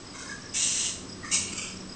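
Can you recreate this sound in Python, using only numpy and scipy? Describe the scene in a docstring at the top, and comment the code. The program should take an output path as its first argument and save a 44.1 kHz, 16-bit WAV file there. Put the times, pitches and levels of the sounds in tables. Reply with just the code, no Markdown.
"""A backyard palm: a hanging flying fox grunts softly, then gives a long harsh squawk, a short one and a weaker rasp.
A few more grunts lead into the short one. Each call is a ragged train of throat pulses and rushing air,
coloured by the resonances of throat and mouth and echoed by the yard.
Behind it: a thin insect drone (filtered noise), tiny paired chirps (falling sines), the hum and road noise
of a distant engine (wavering hum tones, filtered noise) and a bed of outdoor air (shaped noise)."""
import sys
import numpy as np
from scipy import signal
from scipy.fft import rfft, irfft
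from scipy.io import wavfile
from scipy.ndimage import uniform_filter1d

SR = 44100
rng = np.random.default_rng(int(sys.argv[2]) if len(sys.argv) > 2 else 0)


def generate_wav(signal):
    """Clip the signal to [-1, 1] and save it as 16-bit WAV at the path in sys.argv[1]."""
    frames = np.transpose(np.atleast_2d(signal))
    scaled = np.clip(frames, -1, 1) * 32767
    pcm = np.round(scaled).astype(np.int16)
    wavfile.write(sys.argv[1], SR, pcm)


N = 85995
T = np.arange(N) / SR
TOP_HZ = 8750


def undb(db):
    """Decibels to gain."""
    return 10 ** (np.asarray(db) / 20)


def unit(x):
    """Scale to rms 1."""
    return x / np.sqrt(np.mean(x ** 2) + 1e-18)


def walk(rate_hz):
    """Random drift of rms 1 that glides to a new value rate_hz times a second."""
    step = max(int(SR / rate_hz), 2)
    stairs = np.repeat(rng.standard_normal(N // step + 2), step)
    return unit(uniform_filter1d(stairs, step)[:N])


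def resonate(x, modes, shift=None, gaps=()):
    """Colour a sound with resonances, movable by a factor, and cut notches into it; rms 1."""
    f, t, spectrum = signal.stft(x, SR, nperseg=1024, noverlap=768)
    f = f[:, None]
    move = 1 if shift is None else np.interp(t, T, shift)
    power = 0
    for hz, width_hz, level_db in modes:
        # one width off centre a resonance is 18 dB down
        offset = (f - hz * move) / width_hz
        power = power + undb(level_db) ** 2 / (1 + 3 * offset ** 2) ** 3
    gain = np.sqrt(power)
    for hz, width_hz in gaps:
        gain = gain * (1 - np.exp(-((f - hz) / width_hz) ** 2)) ** 2
    return unit(signal.istft(spectrum * gain, SR, nperseg=1024, noverlap=768)[1][:N])


# gap spread is in natural-log units
MEDIAN_PULSE_HZ, PULSE_GAP_SPREAD, PULSE_SCATTER_DB = 209.16, .3, 3
PULSE_DB, AIR_RUSH_DB, PUFF_DECAY_S = -9, -3.5, 0.0079


def larynx():
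    """Chaotic throat pulses, each followed by a decaying puff of turbulent air."""
    gap, size = rng.standard_normal((1200, 2)).T
    times_s = np.cumsum(np.exp(PULSE_GAP_SPREAD * gap)) / MEDIAN_PULSE_HZ
    at = (times_s * SR).astype(int)
    heights = undb(PULSE_SCATTER_DB * np.tanh(size))
    pulses = np.zeros(N)
    pulses[at[at < N]] = heights[at < N]
    puffs = signal.lfilter([1], [1, -np.exp(-1 / (PUFF_DECAY_S * SR))], pulses)
    rush = puffs * rng.standard_normal(N)
    return unit(undb(PULSE_DB) * unit(pulses) + undb(AIR_RUSH_DB) * unit(rush))


MOUTH_SPLIT_HZ, MOUTH_OPENS_S, LOWER_SAG_SHARE = 4500, .07, .2


def squawk(row, mouth, gaps):
    """A harsh push of breath: attack, hold, release; the lower resonances climb as the mouth opens."""
    start_s, attack_s, hold_s, release_s, upper_db, lower_db, sag_db_per_s, shut = row
    age = np.maximum(T - start_s, 0)
    source = larynx()
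    attack = np.minimum(age / attack_s, 1)
    release = np.exp(-np.maximum(age - attack_s - hold_s, 0) / release_s)
    opening = 1 - shut * np.exp(-age / MOUTH_OPENS_S)
    lower_modes = [m for m in mouth if m[0] < MOUTH_SPLIT_HZ]
    upper_modes = [m for m in mouth if m[0] > MOUTH_SPLIT_HZ]
    throat = resonate(source, lower_modes, opening, gaps)
    edge = resonate(source, upper_modes, None, gaps)
    # the sag stops growing at the release; a negative one swells
    sag_db = sag_db_per_s * np.minimum(age, attack_s + hold_s)
    throat = throat * undb(lower_db - LOWER_SAG_SHARE * sag_db)
    edge = edge * undb(upper_db - sag_db)
    return attack * release * (throat + edge)


# resonances of throat and mouth, one table per call: centre_hz, width_hz, level_db (relative)
LONG_MOUTH = [(1360, 1500, -20.5), (2140, 690, -12), (2580, 170, -7.5), (3005, 510, -1.5),
              (3470, 200, -4.5), (4080, 1220, -6.5), (4600, 900, -11), (5670, 1650, -1), (6070, 590, 4),
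              (6550, 540, 1.5), (7420, 1600, 3.5), (8360, 620, 2)]
SHORT_MOUTH = [(1160, 580, -9.5), (1840, 200, -11.5), (2250, 220, 5.5), (2450, 280, -0.5), (2940, 390, 4),
               (4060, 1350, -5), (4900, 620, -3), (5540, 470, 0.5), (6030, 780, 0), (6750, 690, 3),
               (7380, 190, 2), (8200, 1600, 0.5)]
RASP_MOUTH = [(1305, 530, -6), (1606, 270, -16.5), (2390, 370, 1), (2580, 320, 0), (2945, 670, -0.5),
              (3530, 200, -2), (4750, 1100, -7), (5590, 370, -7), (6450, 1400, -6.5), (7500, 650, -2),
              (8160, 650, -6)]
# narrow quiet bands cut into each call's spectrum: centre_hz, width_hz
LONG_GAPS = [(4540, 103), (2430, 42)]
SHORT_GAPS = [(4720, 83), (2075, 110), (3480, 56), (4335, 52)]
RASP_GAPS = [(4270, 170), (3860, 210), (2040, 100), (3415, 44)]
# squawks and short pushes within them: start_s, attack_s, hold_s, release_s,
# upper_db, lower_db (resonances above and below the split), sag_db_per_s, shut (0-1, at the start)
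SQUAWKS = [(0.534, 0.023, 0.083, 0.087, -28, -37, -2, 0.19),
           (0.645, 0.15, 0.082, 0.042, -26.5, -37, 29, 0.39),
           (1.307, 0.029, .013, 0.033, -23.5, -32, 24, 0.05),
           (1.362, 0.024, 0.12, 0.016, -45, -44, 8, 0.17),
           (1.516, 0.0093, 0.0088, 0.008, -38.5, -41, 3, 0.15),
           (1.544, 0.04, 0.047, 0.051, -33.5, -39, 62, 0)]


def squawks():
    """The long squawk, the short one and the rasp: two pushes each through one mouth shape."""
    long = (LONG_MOUTH, LONG_GAPS)
    short = (SHORT_MOUTH, SHORT_GAPS)
    rasp = (RASP_MOUTH, RASP_GAPS)
    shapes = [long, long, short, short, rasp, rasp]
    return sum(squawk(row, mouth, gaps) for row, (mouth, gaps) in zip(SQUAWKS, shapes))


# soft grunts: start_s, length_s (up to the release), level_db, low_hz, low_db, main_hz, upper_db, hiss_db
# (the last dB columns are relative to the main resonance for low and upper, to the body for hiss)
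GRUNTS = [(0.133, .04, -47, 1085, 2, 1514, 3, -1.5), (0.179, 0.059, -47.5, 1070, -10, 1488, -13, 2),
          (0.242, 0.037, -49, 1060, -1.5, 1700, -0.5, 0),
          (0.279, 0.047, -38.5, 1140, -11.5, 1686, -12.5, -5.5),
          (0.409, 0.068, -53, 1144, -13, 1745, -14, -7.5), (1.221, 0.034, -43.5, 1206, -4, 1930, -23, -18),
          (1.239, 0.039, -43, 1244, -1.5, 1800, -6.5, -6), (1.285, 0.035, -44, 1230, -9, 1870, 10, -2.5)]
# breathy top of a grunt: centre_hz, width_hz, level_db (relative)
GRUNT_HISS = [(2520, 230, -6.5), (3160, 180, -4.5), (3870, 460, -6), (4900, 1100, -8.5), (6220, 820, -0.5),
              (7700, 3300, -7)]
GRUNT_WIDTH_HZ, GRUNT_UPPER_HZ, GRUNT_ATTACK_S, GRUNT_RELEASE_S = 160, 2140, 0.015, 0.0076


def grunts():
    """Quiet nasal calls with the mouth nearly shut: three narrow resonances and a breathy hiss."""
    out = np.zeros(N)
    source = larynx()
    hiss = resonate(source, GRUNT_HISS)
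    for start_s, length_s, level_db, low_hz, low_db, main_hz, upper_db, hiss_db in GRUNTS:
        modes = [(low_hz, GRUNT_WIDTH_HZ, low_db),
                 (main_hz, GRUNT_WIDTH_HZ, 0),
                 (GRUNT_UPPER_HZ, GRUNT_WIDTH_HZ, upper_db)]
        body = resonate(source, modes)
        attack = np.clip((T - start_s) / GRUNT_ATTACK_S, 0, 1)
        release = np.exp(-np.maximum(T - start_s - length_s, 0) / GRUNT_RELEASE_S)
        out += undb(level_db) * attack * release * (body + undb(hiss_db) * hiss)
    return out


YARD_T60_S, YARD_DELAY_S, YARD_DB = 0.4, .012, -2
WALL_S, WALL_DB = .0074, -10  # wall level relative to the whole scattered tail


def yard(x):
    """One close wall, then scattered echoes from house and foliage: noise that decays exponentially."""
    t = T[:SR // 2]
    decay = np.exp(-np.log(1000) * t / YARD_T60_S)
    tail = rng.standard_normal(len(t)) * decay * (t > YARD_DELAY_S)
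    tail = tail / np.sqrt(np.sum(tail ** 2))
    tail[int(WALL_S * SR)] += undb(WALL_DB)
    return signal.fftconvolve(x, tail)[:N]


# pairs of falling chirps from small unseen callers:
# start_s, level_db (second chirp, at its height), top_hz, fall_hz, length_s, spacing_s (start to start)
CHIRPS = [(.066, -43.5, 5270, 537, 0.015, 0.032), (.182, -43.5, 5900, 705, 0.013, 0.035),
          (.27, -43.5, 5380, 570, 0.021, 0.032), (.416, -42, 5880, 710, 0.014, .039),
          (.487, -43, 5330, 547, 0.019, .033), (1.086, -43, 5310, 570, 0.025, 0.029),
          (1.095, -45, 5980, 706, 0.013, 0.031), (1.255, -47.5, 5180, 451, 0.018, 0.024),
          (1.678, -42.5, 5330, 520, 0.024, 0.038), (1.766, -42, 5950, 754, .012, .038),
          (1.889, -41.5, 5310, 600, .017, 0.028)]
FIRST_CHIRP_DB, CHIRP_ROOM_DB, CHIRP_WOBBLE = -1, -6.5, .012  # wobble: rms share of the pitch


def chirps():
    """Tiny falling whistles in pairs, slightly unsteady, the second one stronger, with yard echo."""
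    out = np.zeros(N)
    wobble = 1 + CHIRP_WOBBLE * walk(600)
    for start_s, level_db, top_hz, fall_hz, length_s, spacing_s in CHIRPS:
        for at_s, accent_db in ((start_s, FIRST_CHIRP_DB), (start_s + spacing_s, 0)):
            progress = np.clip((T - at_s) / length_s, 0, 1)
            pitch_hz = (top_hz - fall_hz * progress) * wobble
            whistle = np.sqrt(2) * np.sin(2 * np.pi * np.cumsum(pitch_hz) / SR)
            out += undb(level_db + accent_db) * np.sin(np.pi * progress) * whistle
    return out + undb(CHIRP_ROOM_DB) * yard(out)


# insect drone bands: centre_hz, width_hz, level_db (relative)
INSECTS = [(5120, 760, -2.8), (7895, 350, 0.79)]
INSECTS_DB, INSECT_SHIMMER_DB = -53.5, .8


def insects():
    """A thin, slightly shimmering drone: noise squeezed into the insects' bands."""
    drone = resonate(rng.standard_normal(N), INSECTS)
    return undb(INSECTS_DB + INSECT_SHIMMER_DB * walk(33)) * drone


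# engine level over time: time_s, level_db
ENGINE_LEVEL = [(0, -58.5), (.8, -56.5), (1.1, -47.5), (1.5, -46), (1.68, -49.5), (1.82, -45.5),
                (1.95, -49.5)]
# engine hum tones: multiple (of the base pitch, not all whole), level_db (relative)
ENGINE_TONES = [(1, -5), (2, 0.5), (3, -32.5), (3.9, -9)]
ENGINE_HZ, HUM_WAVER_DB = 93.7, 1.5
ROAD_HZ, ROAD_WIDTH_HZ, ROAD_DB = 300, 300, -2  # road level relative to the hum


def engine():
    """A far engine swells and dips: hum tones wavering in pitch and level over a low road noise."""
    pitch_hz = ENGINE_HZ * (1 + 0.0042 * walk(5.886))
    phase = 2 * np.pi * np.cumsum(pitch_hz) / SR
    hum = np.zeros(N)
    for multiple, level_db in ENGINE_TONES:
        tone = np.sin(multiple * phase + rng.uniform(0, 2 * np.pi))
        hum += undb(level_db + HUM_WAVER_DB * walk(16)) * tone
    road = resonate(rng.standard_normal(N), [(ROAD_HZ, ROAD_WIDTH_HZ, 0)])
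    time_s, level_db = np.array(ENGINE_LEVEL).T
    return undb(np.interp(T, time_s, level_db)) * (unit(hum) + undb(ROAD_DB) * road)


# colour of the outdoor air: pitch_hz, density_db (relative, per Hz)
AIR = [(20, -2.5), (40, -2), (70, -3.5), (100, 0.5), (160, -1), (260, 1.5), (400, -5.5), (560, -8),
       (800, -13), (1150, -9), (1700, -15.5), (2600, -17.5), (4200, -17), (5500, -16.5), (6800, -18.5),
       (8600, -29)]
AIR_LEVEL_DB = -44.5


def air():
    """Steady suburban rumble with a faint leafy hiss: white noise shaped by a spectral curve."""
    hz, density_db = np.array(AIR).T
    f = np.maximum(np.fft.rfftfreq(N, 1 / SR), 1)
    colour = undb(np.interp(np.log(f), np.log(hz), density_db)) * (f < TOP_HZ + 500)
    noise = irfft(rfft(rng.standard_normal(N)) * colour, N)
    return undb(AIR_LEVEL_DB) * unit(noise)


def scene():
    """The bat and its yard, heard the same in both ears."""
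    bat = squawks() + grunts()
    mix = bat + undb(YARD_DB) * yard(bat) + chirps() + insects() + engine() + air()
    return np.array([mix, mix])


def record(dry):
    """The recorder cuts the treble steeply above TOP_HZ, with an elliptic low-pass."""
    lowpass = signal.ellip(10, .2, 80, TOP_HZ, fs=SR, output="sos")
    return signal.sosfilt(lowpass, dry)


dry = scene()
out = record(dry)
generate_wav(out)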